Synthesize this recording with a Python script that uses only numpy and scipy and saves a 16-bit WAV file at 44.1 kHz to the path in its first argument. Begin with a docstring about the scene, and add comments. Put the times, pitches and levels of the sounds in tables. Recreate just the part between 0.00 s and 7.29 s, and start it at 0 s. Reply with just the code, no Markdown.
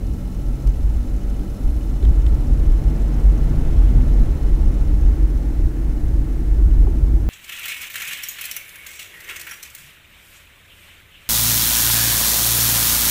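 """Inside a car at town speed: it pulls gently for four seconds, then the throttle eases and revs sink.
The road shakes the body and cabin air into a deep boom, tyres roar, the engine hums and its valves
tick faintly. Bumps thump, the suspension knocks, loose trim clicks, and air rushes past as speed builds.
A small windscreen microphone adds hiss and flattens the biggest swings."""
import sys
import numpy as np
from scipy import signal
from scipy.fft import rfft, irfft, next_fast_len
from scipy.io import wavfile
from scipy.ndimage import uniform_filter1d

SR = 44100
rng = np.random.default_rng(int(sys.argv[2]) if len(sys.argv) > 2 else 0)


def wav_record(signal):
    """Record a signal, one row per channel, as 16-bit PCM in the file named by sys.argv[1]."""
    frames = np.transpose(np.atleast_2d(signal))
    bounded = np.clip(frames, -1, 1)
    # unit amplitude maps onto the largest positive 16-bit level
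    quanta = np.round(bounded * 32767).astype(np.int16)
    wavfile.write(sys.argv[1], SR, quanta)


N = 321489
TIME = np.arange(N) / SR

# unevenness of the road: t/s, relative boom level/dB
UNEVENNESS = [(0.05, -23), (0.25, -27.5), (0.42, -26.5), (0.53, -20), (0.61, -32.5), (.74, -21),
              (1.0, -21.5), (1.35, -24), (1.6, -26), (1.85, -22.5), (2.2, -14.5), (2.45, -20), (2.85, -16),
              (3.15, -19.5), (3.6, -17.5), (4.1, -14), (4.4, -19), (4.9, -16), (5.45, -20), (5.64, -19.5),
              (5.74, -24), (5.83, -21), (6.0, -20.5), (6.2, -18.5), (6.42, -18.5), (6.7, -14),
              (6.98, -19.5), (7.29, -19.5)]
# bumps in the road: crest t/s, relative surge level/dB, half length/s
ROAD_BUMPS = [(0.681, -11, 0.019), (0.834, -16.5, .03), (0.958, -13.5, 0.026), (1.671, -16, 0.03),
              (1.77, -21, 0.018), (2.091, -0.5, 0.026), (2.292, -13.5, 0.054), (2.51, -15, 0.034),
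              (2.707, -15, 0.039), (3.279, 0.5, 0.025), (3.802, -4, 0.037), (3.964, -8.5, 0.034),
              (4.211, -7, 0.024), (4.522, -11, 0.033), (4.673, -14, 0.06), (5.07, -6, 0.041),
              (5.235, -8, 0.023), (5.642, -12.5, 0.025), (6.676, -9, 0.056), (6.821, -7, 0.054),
              (7.036, -4, 0.0075), (7.157, -7.5, 0.032)]
# deep modes of suspension, body and cabin air: f/Hz, width/Hz, gain/dB
DEEP_MODES = [(21.64, 10.5, -5.5), (32.1, 16.4, -11.5), (45.55, 13.1, 0.5), (66.1, 26.3, -14)]
def boom(gain_db=2.5, throb_db=1.8, swing_limit=.61):
    """The road shakes the car's deep modes; they throb as the wheels bounce and surge at each bump."""
    road_db, = curves(UNEVENNESS)
    rumble = steady(shaken(DEEP_MODES), span_s=0.1177)
    bed_power = undb(road_db + throb_db * walk(rate=24)) ** 2
    bump_power = sum((undb(db) * swell(s, half_s)) ** 2 for s, db, half_s in ROAD_BUMPS)
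    low_end = rumble * undb(gain_db) * np.sqrt(bed_power + bump_power)
    # a soft limit holds back the boom's loudest swells
    swing = abs(signal.hilbert(low_end, next_fast_len(N))[:N])
    return low_end / (1 + (swing / swing_limit) ** 8) ** (1 / 8)


# coarse patches of asphalt: centre t/s, half length/s, boost/dB
COARSE_PATCHES = [(2.08, 0.068, 4), (2.405, 0.1, 3.5), (3.043, 0.21, 3), (3.537, 0.13, 8.5),
                  (3.96, 0.16, 9.5), (4.226, 0.092, 5.5), (7.05, 0.22, 1.5)]
# higher modes of the cabin air: f/Hz, width/Hz, gain/dB
CABIN_MODES = [(106, 40, -3.5), (130.8, 24, 2.5), (191.7, 28, -6), (246.9, 40.7, -3.5)]
def cabin_drone():
    """The road sets the cabin air droning, fuller with speed and over coarse asphalt."""
    coarse_db = sum(db * swell(s, half_s) for s, half_s, db in COARSE_PATCHES)
    drone = steady(shaken(CABIN_MODES), span_s=0.22)
    return drone * speed_gain(cruise_db=-31.5, db_per_km_h=0.08) * undb(coarse_db)


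# air cavity of the loaded tyres: f/Hz, width/Hz, gain/dB
CAVITY_MODES = [(297.4, 29, -0.5), (326.8, 33.3, -2.5)]
def tyre_ring():
    """The road rings the air inside the tyres, louder with speed."""
    return steady(shaken(CAVITY_MODES), span_s=0.3) * speed_gain(cruise_db=-35.5, db_per_km_h=0.3)


# grain of the asphalt: t/s, relative roar level/dB
GRAIN = [(0.05, -46), (0.81, -44.3), (1.8, -44), (2.2, -42), (3.1, -40.4), (3.7, -38.5), (4.15, -39),
         (4.6, -41), (5.72, -43.5), (7.2, -43.5)]
# tyre roar through doors and glass: f/Hz, relative density/dB
ROAR_SPECTRUM = [(200, -5.5), (380, 9.5), (450, 8.5), (520, 3), (680, 1), (870, -2.5), (990, -6.5),
                 (1500, -12), (2100, -13.5), (3000, -18.5), (4500, -24), (8000, -29), (15000, -42)]
# ring of windows and door panels: f/Hz, width/Hz, level against the roar/dB
PANEL_RING = [(848, 64, -1), (1107, 44, -4), (1480, 84, 1), (1736, 52, -0.5), (1923, 65, -3),
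              (2115, 87, 0.5)]
def tyre_roar(gain_db=1.34, waver_db=0.3):
    """The tread roars, wavering with the asphalt; windows and door panels pass it and ring with it."""
    grain_db, = curves(GRAIN)
    tread = coloured(ROAR_SPECTRUM)
    panels = sum(undb(db) * resonate(coloured(ROAR_SPECTRUM), hz, w) for hz, w, db in PANEL_RING)
    return level(tread + panels, gain_db) * undb(grain_db + waver_db * walk(rate=15))


# engine speed: t/s, four-stroke cycle rate/Hz
CYCLE_RATE = [(0, 14.495), (.4, 14.292), (.9, 14.859), (1.4, 14.924), (1.9, 15.323), (2.4, 15.899),
              (2.85, 16.543), (3.5, 17.036), (4.15, 17.272), (4.4, 16.991), (4.62, 15.619), (4.9, 14.917),
              (5.1, 13.81), (5.6, 12.765), (6.1, 12.481), (6.6, 12.097)]
# engine effort: t/s, gain/dB
EFFORT = [(0, 1.5), (2, 1.3), (4.4, 1.5), (5.3, -1.5), (7.29, -3)]
def engine():
    """Hum and valve ticks lock to the engine cycle and ride up and down with the load."""
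    cycle_hz, = curves(CYCLE_RATE)
    load_db, = curves(EFFORT)
    cycles = np.cumsum(cycle_hz) / SR
    return undb(load_db) * (hum(cycles) + valves(cycles))


# partials of the firing hum: multiple of the cycle rate, level before load/dB
PARTIALS = [(3, -29), (4, -31.5), (6, -37), (9, -36), (13, -39.5)]
def hum(cycles, waver_db=3.5):
    """The firings hum on a few multiples of the cycle rate, each a little unsteady."""
    return sum(undb(db + waver_db * walk(rate=5.33)) * np.sin(2 * np.pi * (k * cycles + rng.random()))
               for k, db in PARTIALS)


# valve taps: place in the cycle/0-1, relative level/dB, f/Hz
VALVE_TAPS = [(.06, -7, 3700), (.21, -7, 1320), (.365, -6, 7200), (.575, -3, 6700), (.615, -6, 5250),
              (.655, -2, 2950), (.79, -8, 5250), (.955, 3.5, 6300), (.96, -5, 10500)]
# ring of engine block and valve gear: f/Hz, width/Hz, gain/dB
BLOCK_MODES = [(567, 22.7, 28.5), (760, 20, 19), (1270, 29, 12.5), (1332, 30, 19), (2575, 80, 7),
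               (2954, 82, 8), (3590, 65, 5.5), (4095, 340, 4), (5264, 91, 4), (5660, 320, -3),
               (6280, 88, 3), (6660, 57, -1.5), (7240, 110, 1.5), (7850, 100, -4), (8500, 2000, -7),
               (10500, 760, -1), (12400, 1400, -9.5)]
def valves(cycles, tap_s=0.0067, scatter_db=1.0, whirr_db=-11, spread_oct=0.27, spill=0.14):
    """Unequal taps repeat each cycle over a steady whirr; each rings mostly the modes near its pitch."""
    taps = []
    for place, db, tap_hz in VALVE_TAPS:
        strikes = np.diff(np.floor(cycles - place), prepend=np.floor(cycles[0] - place))
        sizes = undb(db + scatter_db * rng.standard_normal(N))
        envelope = signal.lfilter([1], [1, -np.exp(-1 / (tap_s * SR))], strikes * sizes)
        taps.append((tap_hz, envelope))
    ring = 0
    for hz, w, db in BLOCK_MODES:
        force = undb(whirr_db)
        for tap_hz, envelope in taps:
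            nearness = np.exp(-(np.log2(hz / tap_hz) / spread_oct) ** 2)
            force = force + envelope * (spill + nearness)
        ring = ring + undb(db) * resonate(force * rng.standard_normal(N), hz, w)
    return level(ring, db=-52)


# clicks of loose trim: t/s, peak/dB, crack gain/dB, pitch ratio
TRIM_HITS = [(.6738, -29.5, -5, .6), (.678, -35, -12, .8), (.69, -41, -13, .9), (1.3955, -39, -12, 1.28),
             (2.0265, -34.5, -15, 1.14), (2.032, -38, -19, 1.05), (2.038, -41, -19, 1.1),
             (2.0505, -33, -15, 1), (2.054, -35, -16, .97), (2.2642, -30.5, -22, .98),
             (2.2668, -31, -23, .98), (4.22, -39, -10, 1), (4.742, -40, -10, 1)]
# ring of the plastic: f/Hz, width/Hz, gain/dB
PLASTIC_MODES = [(1750, 1500, 0), (2600, 650, -3), (3100, 340, 5), (3540, 450, 3), (5450, 900, -9),
                 (6700, 2100, -9)]
def trim_clicks(decay_s=0.00076, crack_top_hz=12500):
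    """Plastic parts of different sizes touch and bounce: a brief crack and a damped ring."""
    out = np.zeros(N)
    soften = signal.butter(2, crack_top_hz, fs=SR)
    for s, peak_db, crack_db, pitch in TRIM_HITS:
        contact = burst(s, decay_s)
        ring = sum(undb(db) * steep_band(contact, pitch * hz, w) for hz, w, db in PLASTIC_MODES)
        click = ring + undb(crack_db) * signal.lfilter(*soften, contact)
        out += undb(peak_db) * click / abs(click).max()
    return out


# suspension knocks: t/s, peak/dB, hardness as tilt/dB per octave
SUSPENSION_HITS = [(2.029, -25, -16), (2.088, -33, -4), (6.585, -30, -10), (6.866, -32, 5),
                   (6.873, -24.5, -9), (7.073, -35, 0)]
# hollow ring of the suspension: f/Hz, width/Hz, gain/dB
SUSPENSION_MODES = [(385, 92, 0), (824, 190, -6), (960, 200, -8)]
def knocks(decay_s=0.0064):
    """Sharp edges in the road knock the suspension; a harder edge brings out the upper, hollow ring."""
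    out = np.zeros(N)
    lowest_hz = SUSPENSION_MODES[0][0]
    for s, peak_db, tilt_db in SUSPENSION_HITS:
        contact = burst(s, decay_s)
        knock = sum(undb(db + tilt_db * np.log2(hz / lowest_hz)) * steep_band(contact, hz, w)
                    for hz, w, db in SUSPENSION_MODES)
        out += undb(peak_db) * knock / abs(knock).max()
    return out


# swells of hiss: centre t/s, half length/s, f/Hz, width/Hz, crest level/dB
HISS_SWELLS = [(1.66, .25, 11200, 2600, -62), (3.8, .17, 3300, 300, -62)]
def sizzle():
    """Faint high hisses fade in and out."""
    return sum(level(steep_band(rng.standard_normal(N), hz, w), db) * swell(s, half_s)
               for s, half_s, hz, w, db in HISS_SWELLS)


def air_rush():
    """Air rushes round the windscreen, its level rising steeply with speed."""
    air = steep_band(rng.standard_normal(N), hz=1680, width=840)
    return level(air, db=0) * speed_gain(cruise_db=-59.5, db_per_km_h=1)


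# the car's pace: t/s, speed/(km/h)
CAR_SPEED = [(0, 25.5), (1.4, 32.6), (2.6, 45.7), (4.2, 45.6), (5.3, 51.2), (7.29, 48.3)]
def speed_gain(cruise_db, db_per_km_h, cruise_km_h=50):
    """A fader that follows the car's speed."""
    km_h, = curves(CAR_SPEED)
    return undb(cruise_db + db_per_km_h * (km_h - cruise_km_h))


def undb(db):
    """Decibels to gain."""
    return 10 ** (np.asarray(db) / 20)


def level(x, db):
    """Set the rms level of x."""
    return x * undb(db) / np.sqrt(np.mean(x ** 2))


def curves(table):
    """The columns of a timed table, one value per sample."""
    s, *columns = np.transpose(table)
    return [np.interp(TIME, s, c) for c in columns]


def swell(s, half_s):
    """A bell-shaped fade that crests at time s."""
    return np.exp(-((TIME - s) / half_s) ** 2)


def resonate(x, hz, width):
    """Two-pole resonance with gain 1 at its centre."""
    return signal.lfilter(*signal.iirpeak(min(hz, .45 * SR), hz / width, fs=SR), x)


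def steep_band(x, hz, width):
    """The same resonance twice, for steeper skirts."""
    return resonate(resonate(x, hz, width), hz, width)


def coloured(points):
    """Noise with a spectrum of (f/Hz, level/dB) points."""
    hz, db = np.transpose(points)
    log_hz = np.log(np.maximum(np.fft.rfftfreq(N, 1 / SR), 1))
    return irfft(rfft(rng.standard_normal(N)) * undb(np.interp(log_hz, np.log(hz), db)), N)


def walk(rate):
    """A smooth random wander with spread 1, at rate steps a second."""
    size = int(SR / rate)
    steps = np.repeat(rng.standard_normal(N // size + 1), size)
    wander = uniform_filter1d(uniform_filter1d(steps, size), size)[:N]
    return wander / wander.std()


def shaken(modes):
    """Steep-sided modes, each driven by its own random road roughness."""
    return sum(undb(db) * steep_band(rng.standard_normal(N), hz, w) for hz, w, db in modes)


def steady(x, span_s):
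    """Even out swells slower than span_s; rms 1."""
    return x / np.sqrt(uniform_filter1d(x ** 2, int(span_s * SR)) + 1e-12)


def burst(s, decay_s):
    """A short rough contact that starts at time s."""
    return rng.standard_normal(N) * (TIME >= s) * np.exp(-np.minimum(abs(TIME - s) / decay_s, 40))


def scene():
    """Road, engine, rattles and air meet at the windscreen, in mono."""
    road = boom() + cabin_drone() + tyre_ring() + tyre_roar()
    return (road + engine() + trim_clicks() + knocks() + sizzle() + air_rush())[None]


# microphone hiss: f/Hz, relative density/dB
MIC_HISS = [(500, -7), (3000, 0.5), (6000, 6), (10000, 4), (13000, 5), (15700, 3.5)]
def record(dry, ceiling=.71, top_hz=15700):
    """The microphone hisses; its amplifier flattens the largest swings and cuts the top."""
    x = dry + level(coloured(MIC_HISS), db=-56)
    flattened = x / (1 + (x / ceiling) ** 12) ** (1 / 12)
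    return signal.sosfilt(signal.ellip(12, .1, 80, top_hz, fs=SR, output="sos"), flattened)


dry = scene()
out = record(dry)
wav_record(out)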